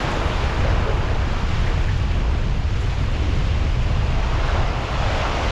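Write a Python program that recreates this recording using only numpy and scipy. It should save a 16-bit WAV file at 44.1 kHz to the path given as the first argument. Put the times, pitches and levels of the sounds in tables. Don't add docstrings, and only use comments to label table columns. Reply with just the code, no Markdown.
import sys
import numpy as np
from scipy import signal
from scipy.fft import rfft, irfft, next_fast_len
from scipy.io import wavfile
from scipy.ndimage import uniform_filter1d, minimum_filter1d

SR = 44100
rng = np.random.default_rng(int(sys.argv[2]) if len(sys.argv) > 2 else 0)


def store_wav(level_fs):
    pcm = np.round(np.clip(np.atleast_2d(level_fs), -1, 1) * 32767)
    wavfile.write(sys.argv[1], SR, pcm.T.astype(np.int16))


N = 242991
TIME = np.arange(N) / SR


def surf_levels():
    # rumble/dB, roar/dB, foam/dB, spray/dB
    calm_db = [-40, -43.5, -41.5, -69.5]
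    # crest/s, build-up/s, draining/(dB per s), rumble/dB, roar/dB, foam/dB, spray/dB
    # the next wave piles up, its lip plunges, it breaks into the gully and throws up foam
    surges = [(0.1, 0.81, 9.5, -30, -27.5, -34.4, -61.5), (0.71, .28, 7.5, -35, -30.5, -42, -77.5),
              (1.6, .32, 14.5, -51, -39.5, -38, -67.3), (2.29, 0.21, 34, -39.5, -41.5, -48, -85),
              (2.83, 0.14, 1.2, -46, -44.5, -41.5, -71), (3.33, 0.4, 13.5, -37, -45.5, -42, -76),
              (4.6, .74, 14, -38.5, -30.5, -39, -78), (4.57, 0.065, 52, -53, -28.5, -53, -79),
              (5.18, 0.33, 6, -34.5, -26.5, -33.5, -65.4), (5.45, 0.083, 16, -43, -39.5, -38, -67)]
    power = from_db(calm_db)[:, None] ** 2
    for crest_s, build_s, drain_db_per_s, *levels_db in surges:
        age = TIME - crest_s
        swelling = np.exp(-(age / build_s) ** 2)
        draining = from_db(-drain_db_per_s * np.maximum(age, 0))
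        envelope = np.where(age < 0, swelling, draining)
        power = power + (from_db(levels_db)[:, None] * envelope) ** 2
    return 10 * np.log10(power)


def roar(level_db):
    # f/Hz, level per Hz/dB
    spreading_colour = [(250, -12), (450, -4), (640, -2.5), (850, -2), (1150, -4), (1500, -6.5),
                        (2000, -12), (3000, -18), (6000, -51)]
    # f/Hz, level per Hz/dB
    breaking_colour = [(250, -32), (420, -2.5), (550, -0.5), (660, 2.5), (770, 1), (900, 0.5), (1150, -2),
                       (1500, -6.5), (2000, -12), (3000, -15), (6000, -38)]
    # start/s, end/s
    handover_s = [2.9, 3.1]
    wash = churn(231.7, 6200, patchy_db=1.0, together_db=0.05, rate=10, count=12)
    gurgle = bubbles(level_db, per_s=700, low_hz=504, high_hz=2400, cycles=26.4, spread_db=3.0, count=36)
    breaking = np.interp(TIME, handover_s, [0, 1])
    shelf = np.sqrt(1 - breaking) * water(wash, gurgle, spreading_colour, grain_db=-5)
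    gully = np.sqrt(breaking) * water(wash, gurgle, breaking_colour, grain_db=-4.5)
    return from_db(level_db - 0.22) * (shelf + gully)


def rumble(level_db):
    # f/Hz, level per Hz/dB
    rumble_colour = [(120, -21.5), (220, -2.5), (330, -1), (480, -3.5), (650, -7), (1000, -15.5),
                     (2000, -39)]
    wash = churn(107.8, 2026, patchy_db=0.6, together_db=0.0, rate=5.8, count=8)
    glugs = bubbles(level_db, per_s=160, low_hz=205.4, high_hz=700, cycles=20.0, spread_db=3, count=18)
    return from_db(level_db + 0.2) * water(wash, glugs, rumble_colour, grain_db=-5)


def foam(level_db, fresh_hz=3700, fresh_width_hz=1200, fresh_db=-3):
    # f/Hz, level per Hz/dB
    foam_colour = [(400, -26), (1000, 1.5), (1700, -1), (2200, -0.5), (2800, -0.5), (3300, -3.5),
                   (4000, -7.5), (5000, -10), (6000, -14), (7100, -18), (7800, -26), (8800, -38),
                   (14000, -70)]
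    wash = churn(389, 12030, patchy_db=.5, together_db=0.4, rate=8.7, count=12)
    fizz = bubbles(level_db, per_s=2400, low_hz=1500, high_hz=7550, cycles=19.6, spread_db=2.0, count=36)
    sheet = water(wash, fizz, foam_colour, grain_db=-7.0)
    freshness = np.clip((level_db - np.median(level_db)) / 20, 0, 1)
    edge = from_db(fresh_db) * freshness * resonate(sheet, fresh_hz, fresh_width_hz)
    return from_db(level_db + 1.5) * (sheet + edge)


def spray(level_db):
    # f/Hz, level per Hz/dB
    spray_colour = [(4000, -4), (7000, 8.5), (8200, -0.5), (9100, -4), (9900, -1), (11000, -4),
                    (12000, -6.5), (13000, -14), (14200, -22)]
    wash = churn(4400, 14000, patchy_db=0.3, together_db=1.1, rate=16, count=4)
    crackle = bubbles(level_db, per_s=1100, low_hz=5000, high_hz=13000, cycles=5, spread_db=5.5, count=10)
    return from_db(level_db + 7.5) * water(wash, crackle, spray_colour, grain_db=-11.0)


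def slaps(width_share=.36, gain_db=-2):
    # peak t/s, centre f/Hz, level before gain_db/dB, length/s
    slap_list = [(0.647, 505, -28, 0.05), (0.708, 1380, -35, 0.021), (0.876, 437, -28, 0.047),
                 (1.413, 1170, -34, 0.022), (1.674, 1800, -32, 0.027), (1.891, 1870, -31.5, 0.018),
                 (2.11, 2400, -37.5, .03), (2.3, 890, -35, .04), (3.15, 2740, -40, .03),
                 (3.263, 297, -34.5, 0.1), (4.33, 1150, -32, 0.063), (4.39, 1260, -36, 0.022),
                 (4.492, 1500, -31, .025), (4.57, 675, -31, 0.026), (5.18, 730, -23, 0.023),
                 (5.257, 1260, -28.5, 0.025)]
    out = 0
    for s, hz, db, length in slap_list:
        width_hz = width_share * hz
        once = resonate(rng.standard_normal(N), hz, width_hz)
        cloud = resonate(once, hz, width_hz)
        out = out + from_db(db + gain_db) * burst(s, length) * rms_one(cloud)
    return out


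def drops():
    # peak t/s, level/dB, length/s
    drop_list = [(0.115, -49, .015), (1.872, -53, .006), (1.922, -54, .003), (1.977, -45, .002),
                 (2.814, -52, .02), (3.39, -56, .01), (4.478, -55, .03)]
    # f/Hz, level per Hz/dB
    drop_colour = [(1500, -6), (3500, -10), (7000, 10), (9000, -5), (10300, -5), (12500, -13), (14500, -28)]
    envelope = sum(from_db(db) * burst(s, length) for s, db, length in drop_list)
    return envelope * coloured(rng.standard_normal(N), drop_colour)


def wind_levels():
    # t/s, half-length/s, thump change/dB, flutter change/dB
    gusts = [(0.0, 0.21, -7.5, 2.5), (0.698, .08, 9, 10), (1.7, 0.17, 2.5, 1.5), (2.27, .16, 2, -0.2),
             (2.95, .25, -1.5, -0.5), (3.7, 0.9, 1, 2), (4.58, 0.079, 5, 3), (4.82, .13, -6, -2.5),
             (5.317, 0.19, -4, -1)]
    thump_db, flutter_db = -20, -30.5
    for s, half_length_s, more_thump_db, more_flutter_db in gusts:
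        bell = np.exp(-((TIME - s) / half_length_s) ** 2)
        thump_db = thump_db + more_thump_db * bell
        flutter_db = flutter_db + more_flutter_db * bell
    return thump_db, flutter_db


def wind(thump_db, flutter_db):
    # f/Hz, level per Hz/dB
    thump_colour = [(6, -31), (14, -5), (28, 3.5), (45, 0), (72, 1), (100, -4), (120, -9), (150, -22.5),
                    (220, -40)]
    # f/Hz, level per Hz/dB
    flutter_colour = [(80, -4.5), (110, -3.5), (132, 0), (165, -7.5), (210, -10.5), (280, -19), (500, -33),
                      (1200, -71)]
    large = limit_bass(coloured(rng.standard_normal(N), thump_colour), knee_db=-1.5, window_s=.05)
    small = limit_bass(coloured(rng.standard_normal(N), flutter_colour), knee_db=3.0, window_s=.05)
    flurries = from_db(unsteady(flutter_db, wander_db=2.5, rate=16)) * small
    buffets = from_db(thump_db) * large + flurries
    return hold_peaks(buffets, ceiling_db=-12.0, window_s=0.026)


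def limit_bass(x, knee_db, window_s):
    size = max(int(window_s * SR), 2)
    power = uniform_filter1d(uniform_filter1d(x * x, size), size)
    return rms_one(x / np.sqrt(np.maximum(power, from_db(knee_db) ** 2)))


def hold_peaks(x, ceiling_db, window_s):
    size = max(int(window_s * SR), 2)
    room = np.minimum(from_db(ceiling_db) / (np.abs(x) + 1e-9), 1)
    return x * uniform_filter1d(minimum_filter1d(room, size), size)


def water(wash, grains, colour, grain_db):
    return rms_one(coloured(wash, colour) + from_db(grain_db) * coloured(grains, colour))


def churn(low_hz, high_hz, patchy_db, together_db, rate, count):
    edges = np.geomspace(low_hz, high_hz, count + 1)
    white = rng.standard_normal((2, N))
    out = 0
    for k in range(count):
        band_pass = signal.butter(2, edges[k:k + 2], "band", fs=SR, output="sos")
        band = signal.sosfilt(band_pass, white[k % 2])
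        out = out + band * from_db(patchy_db * drift(rate))
    return out * from_db(together_db * drift(rate))


def bubbles(level_db, per_s, low_hz, high_hz, cycles, spread_db, count):
    busy = from_db(level_db - np.mean(level_db))
    born = np.flatnonzero(rng.random(N) < per_s * busy / SR)
    strength = from_db(spread_db * np.minimum(rng.exponential(1, N), 4))
    sizes = strength * rng.choice([-1, 1], N) / np.sqrt(busy)
    dealt = rng.integers(0, count, N)
    pitches = np.geomspace(low_hz, high_hz, count) * np.exp(rng.normal(0, .01, count))
    out = 0
    for k, hz in enumerate(pitches):
        mine = born[dealt[born] == k]
        clicks = np.zeros(N)
        clicks[mine] = sizes[mine]
        out = out + resonate(clicks, hz, np.log(1000) / np.pi * hz / cycles)
    return out


def burst(s, length):
    age = np.maximum(2 * (TIME - s) / length + 1, 0)
    return age * np.exp(1 - age)


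def unsteady(level_db, wander_db, rate):
    return level_db + wander_db * drift(rate)


def drift(rate):
    r = np.exp(-80 * np.pi * rate / SR)
    slow = signal.lfilter([1], [1, -2 * r, r * r], rng.standard_normal(N // 40 + 2002))[2000:]
    return np.interp(np.arange(N) / 40, np.arange(len(slow)), rms_one(slow))


def coloured(x, colour):
    size = next_fast_len(N)
    hz, db = np.transpose(colour)
    octave = np.log2(np.maximum(np.arange(size // 2 + 1) * SR / size, 1))
    outside = np.abs(octave - np.clip(octave, np.log2(hz[0]), np.log2(hz[-1])))
    gain = from_db(np.interp(octave, np.log2(hz), db) - 24 * outside)
    return rms_one(irfft(rfft(x, size) * gain, size)[:N])


def resonate(x, hz, width_hz):
    r = np.exp(-np.pi * width_hz / SR)
    top = np.array([1, 0, -1]) * (1 - r * r) / 2
    return signal.lfilter(top, [1, -2 * r * np.cos(2 * np.pi * hz / SR), r * r], x + 1e-18)


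def from_db(db):
    return 10 ** (np.asarray(db) / 20)


def rms_one(x):
    return x / np.sqrt(np.mean(x ** 2) + 1e-20)


def scene():
    rumble_db, roar_db, foam_db, spray_db = surf_levels()
    thump_db, flutter_db = wind_levels()
    deep = rumble(unsteady(rumble_db, wander_db=0.96, rate=6)) + roar(roar_db)
    bright = foam(unsteady(foam_db, wander_db=0.31, rate=2.9)) + spray(spray_db)
    buffets = wind(thump_db, flutter_db)
    return (deep + bright + slaps() + drops() + buffets)[None]


def record(dry):
    ends = np.minimum(np.minimum(TIME, TIME[-1] - TIME) / .003, 1)
    top_cut = signal.ellip(10, .1, 80, 14250, fs=SR, output="sos")
    return ends * signal.sosfilt(top_cut, dry)


dry = scene()
out = record(dry)
store_wav(out)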